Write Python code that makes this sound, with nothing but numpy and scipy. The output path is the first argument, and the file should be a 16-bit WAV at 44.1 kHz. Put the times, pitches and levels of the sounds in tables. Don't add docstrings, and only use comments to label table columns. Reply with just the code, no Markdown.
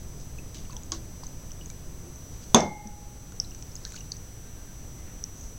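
import sys
import numpy as np
from scipy import signal
from scipy.fft import rfft, irfft, next_fast_len
from scipy.io import wavfile
from scipy.ndimage import uniform_filter1d

SR = 44100
rng = np.random.default_rng(int(sys.argv[2]) if len(sys.argv) > 2 else 0)


def transcribe(signal):
    frames = np.atleast_2d(signal).T
    limited = np.clip(frames, -1, 1)
    pcm = np.round(limited * 32767).astype(np.int16)
    wavfile.write(sys.argv[1], SR, pcm)


N = 246236

# frequency_hz, density_db
ROOM_SPECTRUM = [(12, 1), (22, -1), (50, -3), (86, -5), (134, -8), (200, -15), (330, -19.5), (500, -24),
                 (900, -30), (1600, -34), (2500, -37), (4500, -39), (7000, -41), (16000, -40)]
# time_s, gain_db
RUMBLE_SWELL = [(.5, 1.5), (4.4, -0.5), (5.3, 0.5)]
# pitch_hz, rms_db
WHINE_LINES = [(5039, -71), (5642, -77), (5879, -58), (6121, -61), (6358, -69)]
# time_s, gain_db
WHINE_SWELL = [(0, 0), (2, 0.5), (3, 3), (4.5, 2.5)]
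# start_s, rise_s, t60_s, centre_hz, width_hz, level_db
RUSTLES = [(.19, 0.018, 0.25, 5000, 5000, -55), (0.545, 0.0023, 0.42, 2600, 6200, -45.5),
           (1.23, 0.0052, 0.15, 4630, 5000, -48), (2.2, 0.23, 1, 3850, 7000, -58),
           (5.0, 0.078, 1, 1590, 1500, -61), (5.33, 0.099, 0.37, 6100, 1500, -54.5)]
# start_s, level_db, pitch_hz
TICKS = [(.3833, -34.5, 6350), (.6526, -37, 2800), (.7063, -33, 4460), (0.725, -34, 6430),
         (0.7666, -27, 3350), (0.766, -24.5, 5920), (.8336, -32.5, 6850), (1.2369, -27, 4870),
         (1.2666, -27.5, 6260), (1.507, -36, 2940), (1.5174, -29, 5800), (1.659, -30, 6550),
         (1.701, -38, 6300), (2.1586, -36, 6030), (2.6054, -14, 5570), (2.8728, -32, 5820)]
# start_s, level_db, pitch_hz, t60_s
CLINKS = [(.3857, -36, 2610, 0.03), (0.6967, -32.5, 1090, 0.032), (0.714, -50, 2630, 0.089),
          (0.724, -47.5, 988, 0.22), (.765, -44.5, 867, 0.082), (1.233, -25.5, 1020, .014),
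          (1.611, -41, 2920, 0.058), (1.7024, -49, 2310, 0.088), (2.049, -44, 351, 0.36),
          (2.849, -27.5, 209.5, 0.16)]
# start_s, level_db
CLICKS = [(0.545, -31), (.731, -36), (1.235, -39), (1.517, -38.5), (1.659, -37), (1.701, -29.5),
          (3.321, -37), (3.548, -36), (3.6245, -38), (3.755, -49), (3.851, -30), (3.9213, -28),
          (3.943, -35), (3.9655, -35), (3.962, -31)]
# pitch_hz, level_db, t60_s
KNOCK_MODES = [(328, -18.5, 0.37), (1108, -15, 0.1), (1640, -27, 0.038), (3391, -7, 0.0087),
               (5000, 2, 0.0059), (6520, -2.5, 0.0084)]
# frequency_hz, density_db, t60_s
KNOCK_TAIL = [(300, 0, 0.08), (1090, -4, 0.18), (2400, -14.5, 0.25), (5000, -1.5, 0.18), (7000, -8, 0.18),
              (9900, -45, .08)]
# pitch_hz, level_db, t60_s
BOTTLE_MODES = [(158.4, -21, 0.49), (200.5, -19.5, 0.43), (228.4, -3, 0.19), (410, -13, 0.2),
                (473, -14, 0.074), (567, -13, 0.1), (685.6, -22.5, 0.46), (750, -9, 0.108),
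                (1010, 2.5, 0.027), (1800, -34, 0.12), (3508, -0.5, 0.026), (3330, -12, 0.025),
                (3494, -22.5, 0.26), (3545, -21.5, .2), (3730, -15, .04), (4690, -7, 0.016),
                (6350, -8, 0.039), (6290, -28, .25), (9700, -38, 0.15)]
# frequency_hz, density_db, t60_s
BOTTLE_TAIL = [(90, -9, 0.54), (160, -10, 0.5), (398, -2.5, 0.33), (855, -3.5, 0.32), (1400, -14.5, 0.27),
               (2800, -20, 0.22), (5000, -27, 0.3), (6330, -18.5, 0.22), (7200, -26, 0.2), (11200, -57, .1)]
# pitch_hz, level_db, t60_s
BOWL_MODES = [(826.3, -30, 1.6), (849.2, -22, 0.8), (2105.5, -26.5, 0.69), (2172.8, -28, 0.65)]
# time_s, level_db
JUICE_FLOW = [(3.3, -68), (3.42, -61.5), (3.83, -61.5), (3.86, -55.5), (3.97, -55.5), (4.06, -60),
              (4.3, -74)]
# start_s, level_db, pitch_hz
BUBBLES = [(3.3219, -36.5, 1400), (3.416, -32, 5400), (3.446, -32.5, 4060), (3.4735, -33, 5430),
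           (3.5081, -34, 5660), (3.517, -39.5, 2780), (3.5477, -32, 5880), (3.6247, -26, 5680),
           (3.7162, -37.5, 5400), (3.7546, -24.5, 6700), (3.764, -29, 5160), (3.8295, -35, 7300),
           (3.877, -36, 5200), (3.852, -39, 1570), (3.865, -38, 1780), (3.8703, -32, 6350),
           (3.922, -27, 7950), (3.9358, -31, 4200), (3.942, -38.5, 1450), (3.9568, -27, 6600),
           (3.9627, -28, 4350), (3.9757, -37, 2850), (3.983, -39, 2700), (4.0064, -28, 5870),
           (4.0095, -39, 2800), (4.1172, -33, 6500), (4.167, -33, 5880), (4.170, -36.5, 6240),
           (4.486, -44, 3870)]
# centre_s, level_db, pitch_hz
SPLATS = [(3.4007, -13, 5450), (3.8515, -34, 5700), (3.8518, -26, 4170), (4.1200, -28, 5800),
          (4.1201, -21.5, 4600)]
# start_s, pitch_hz
WHISTLES = [(4.42, 1565), (4.552, 1565), (4.66, 1565), (4.96, 2050)]
# lag_s, gain_db
NEAR_ECHOES = [(.0013, -17), (.0024, -13), (.0039, -17)]

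BOTTLE_S, BOTTLE_DB = 2.5456, -4


def from_db(db):
    return 10 ** (np.asarray(db) / 20)


def rms_one(x):
    return x / np.sqrt(np.mean(x ** 2) + 1e-20)


def in_time(rows):
    return np.interp(np.arange(N) / SR, *np.transpose(rows))


def at_hz(rows, hz, column=1):
    table = np.array(rows)
    return np.interp(np.log(hz), np.log(table[:, 0]), table[:, column])


def add(out, start_s, sound):
    i = round(start_s * SR)
    out[i:i + len(sound)] += sound[:N - i]


def butter(x, order, hz, kind="low"):
    return signal.sosfilt(signal.butter(order, hz, kind, fs=SR, output="sos"), x)


def resonance(x, hz, width_hz):
    r, w = np.exp(-np.pi * width_hz / SR), 2 * np.pi * hz / SR
    gain = (1 - r * r) / 2
    return signal.lfilter([gain, 0, -gain], [1, -2 * r * np.cos(w), r * r], x)


def drift(rate_hz):
    hop, settle = 40, 2000
    r = np.exp(-2 * np.pi * hop * rate_hz / SR)
    noise = rng.standard_normal(N // hop + settle + 2)
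    slow = signal.lfilter([1], [1, -2 * r, r * r], noise)[settle:]
    return np.interp(np.arange(N) / hop, np.arange(len(slow)), rms_one(slow))


def room_tone(level_db=-40, heave_db=0.62):
    hz = np.maximum(np.fft.rfftfreq(N, 1 / SR), 1)
    spectrum = rfft(rng.standard_normal(N)) * from_db(at_hz(ROOM_SPECTRUM, hz))
    tone = rms_one(irfft(spectrum, N))
    rumble = butter(tone, 2, 1500)
    swell = from_db(in_time(RUMBLE_SWELL) + heave_db * drift(15))
    return from_db(level_db) * (tone + (swell - 1) * rumble)


def whine(tone_hz=7867.1, tone_db=-59.5, flips_per_s=59.94):
    t, swell_db = np.arange(N) / SR, in_time(WHINE_SWELL)
    flips = np.sign(np.sin(np.pi * flips_per_s * t))
    out = from_db(tone_db) * np.sin(2 * np.pi * tone_hz * t) * flips
    strongest = np.argmax([rms_db for _, rms_db in WHINE_LINES])
    for k, (hz, rms_db) in enumerate(WHINE_LINES):
        swell_share = 1 if k == strongest else -2 if k == 0 else 0
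        level_db = rms_db + 1.2 * drift(2) + swell_share * swell_db
        out += np.sqrt(2) * from_db(level_db) * np.sin(2 * np.pi * (hz * t + rng.random()))
    return out


def rustles():
    out, t = np.zeros(N), np.arange(SR) / SR
    grainy = rng.standard_normal(N) * from_db(3 * drift(60))
    for start_s, rise_s, t60, hz, width_hz, level_db in RUSTLES:
        envelope = np.minimum(t / rise_s, 1) * from_db(level_db - 60 * np.maximum(t - rise_s, 0) / t60)
        brush = np.resize(grainy[round(start_s * SR):], SR)
        brush = resonance(resonance(brush, hz, width_hz), hz, width_hz)
        add(out, start_s, envelope * rms_one(brush))
    return butter(out, 4, 7500)


def pings(rows, glide, snap_db, roughness, attack_s=0.0003):
    out = np.zeros(N)
    snaps = rng.standard_normal((len(rows), 64)) * np.exp(-np.arange(64) / 12)
    grain = 1 + roughness * drift(150)
    for (start_s, level_db, hz, t60), snap in zip(rows, snaps):
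        t = np.arange(round(t60 * SR)) / SR
        attack = (1 - np.exp(-t / max(attack_s, 1 / hz))) ** 3
        tone = np.sin(2 * np.pi * hz * (t + glide * t ** 2 / t60))
        add(out, start_s, attack * from_db(level_db - 60 * t / t60) * tone)
        if hz > 900:
            add(out, start_s, from_db(level_db / 2 + snap_db) * signal.lfilter([.5, .5], 1, snap))
    return out * grain


def handling(tick_t60_s=0.0067):
    ticks = [(*tick, tick_t60_s) for tick in TICKS]
    return pings(ticks + CLINKS, glide=0, snap_db=-30, roughness=.25)


def clicks(decay_s=0.00083):
    out = np.zeros(N)
    bursts = rng.standard_normal((len(CLICKS), 300)) * np.exp(-np.arange(300) / (decay_s * SR))
    for (start_s, level_db), burst in zip(CLICKS, bursts):
        add(out, start_s, from_db(level_db) * burst)
    return butter(out, 3, [1500, 8400], "band")


def struck(start_s, modes, gain_db, build_s):
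    out, t = np.zeros(N), np.arange(SR) / SR
    body = sum(from_db(db - 60 * t / t60) * np.sin(2 * np.pi * hz * t) for hz, db, t60 in modes)
    add(out, start_s, from_db(gain_db) * (1 - np.exp(-t / build_s)) * body)
    return out


def tail(start_s, table, gain_db):
    out, t = np.zeros(N), np.arange(SR // 2) / SR
    edges_hz = 50 * 2 ** np.arange(0, 8.5, 1 / 3)
    for low, high in zip(edges_hz, edges_hz[1:]):
        hz = np.sqrt(low * high)
        decay = from_db(at_hz(table, hz) - 60 * t / at_hz(table, hz, column=2))
        add(out, start_s, butter(rng.standard_normal(len(t)) * decay, 3, [low, high], "band"))
    return from_db(gain_db) * out


def far_knock(start_s=0.9197):
    body = struck(start_s, KNOCK_MODES, gain_db=-19, build_s=0.0001)
    return body + tail(start_s, KNOCK_TAIL, gain_db=-26.5)


def crack(start_s, level_db, length_s):
    out, count = np.zeros(N), round(length_s * SR)
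    burst = rng.standard_normal(400)[:count] * np.linspace(1, .3, count)
    add(out, start_s, from_db(level_db) * butter(burst, 3, [6000, 11000], "band"))
    return out


def bottle(rebound_s=2.6037):
    body = struck(BOTTLE_S, BOTTLE_MODES, BOTTLE_DB, build_s=0.00021)
    wash = tail(BOTTLE_S, BOTTLE_TAIL, gain_db=5)
    contact = crack(BOTTLE_S, level_db=-9, length_s=.003)
    rebound = crack(rebound_s, level_db=-30, length_s=.0022)
    return body + wash + contact + rebound


def bowl():
    return struck(BOTTLE_S, BOWL_MODES, BOTTLE_DB, build_s=0.035)


def ring(impulses, hz, t60):
    r, w = from_db(-60 / (t60 * SR)), 2 * np.pi * hz / SR
    return signal.lfilter([0, np.sin(w)], [1, -2 * r * np.cos(w), r * r], impulses + 1e-18)


def trickle(full_flow_db=-54, full_flow_per_s=1200, cycles=30):
    flow_db = in_time(JUICE_FLOW)
    per_s = full_flow_per_s * from_db(flow_db - full_flow_db) ** 1.5
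    strengths = from_db(3.5 * np.minimum(rng.exponential(1, N), 4))
    births = strengths * (rng.random(N) < per_s / SR)
    pitches_hz = np.geomspace(3800, 7500, 16)
    choice = rng.integers(0, len(pitches_hz), N)
    fizz = sum(ring(births * (choice == k), hz, cycles / hz) for k, hz in enumerate(pitches_hz))
    return from_db(flow_db) * fizz


def bubbles(cycles=40):
    rows = [(start_s, level_db, hz, cycles / hz) for start_s, level_db, hz in BUBBLES]
    return pings(rows, glide=.015, snap_db=-34, roughness=.35)


def splats(half_length_s=0.00041):
    out, t = np.zeros(N), np.arange(-132, 132) / SR
    envelope = np.exp(-.5 * (t / half_length_s) ** 2)
    for centre_s, level_db, hz in SPLATS:
        add(out, centre_s + t[0], from_db(level_db) * envelope * np.cos(2 * np.pi * hz * t))
    return out


def far_whistles(length_s=0.08, level_db=-61):
    out, t = np.zeros(N), np.arange(round(length_s * SR)) / SR
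    envelope = from_db(level_db) * np.sqrt(np.sin(np.pi * t / length_s))
    for start_s, hz in WHISTLES:
        add(out, start_s, envelope * np.sin(2 * np.pi * hz * t))
    return out


def cup_tick(start_s=5.2396, pitch_hz=5750, t60_s=0.0081):
    return struck(start_s, [(pitch_hz, 0, t60_s)], gain_db=-20, build_s=0.00016)


def with_near_echoes(x):
    out = x.copy()
    for lag_s, gain_db in NEAR_ECHOES:
        add(out, lag_s, from_db(gain_db) * x)
    return out


def kitchen_reverb(x, t60_s=0.31, gain_db=-22.5, wall_cut_hz=2700):
    size = next_fast_len(N + SR)
    hz = np.fft.rfftfreq(size, 1 / SR)
    walls = 1 / (1 + 1j * hz / wall_cut_hz)
    echoes = 0
    for k, lag_s in enumerate(rng.uniform(0.0047, 0.027, 8)):
        loss = from_db(-60 * lag_s / t60_s) * walls ** (lag_s * 20)
        one_round = loss * np.exp(-2j * np.pi * hz * lag_s)
        echoes += (-1) ** k * one_round / (1 - one_round)
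    return from_db(gain_db) * irfft(rfft(x, size) * echoes, size)[:N]


def scene():
    small = handling() + trickle() + clicks() + bubbles() + splats()
    small = butter(small, 4, 8800)
    blow = butter(bottle() + bowl(), 2, 85.5, "high")
    background = far_knock() + room_tone() + far_whistles()
    reverb = kitchen_reverb(small)
    close = with_near_echoes(small) + blow + rustles() + cup_tick()
    return (close + reverb + background)[None]


def record(dry, lift_db=9.5, knee_db=-26, duck_share=0.165, release_db_per_s=3):
    treble_peak = (from_db(lift_db) - 1) * resonance(dry, hz=6223, width_hz=650)
    mic = dry + treble_peak + whine()
    power = uniform_filter1d(mic ** 2, size=882, origin=440)
    over_db = np.maximum(10 * np.log10(power + 1e-12) - knee_db, 0)
    release_db = release_db_per_s * np.arange(N) / SR
    duck_db = np.maximum.accumulate(duck_share * over_db + release_db, axis=1) - release_db
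    clipped = np.clip(mic * from_db(-duck_db), -1, 1)
    return signal.sosfilt(signal.ellip(10, 1, 60, 15950, fs=SR, output="sos"), clipped)


dry = scene()
out = record(dry)
transcribe(out)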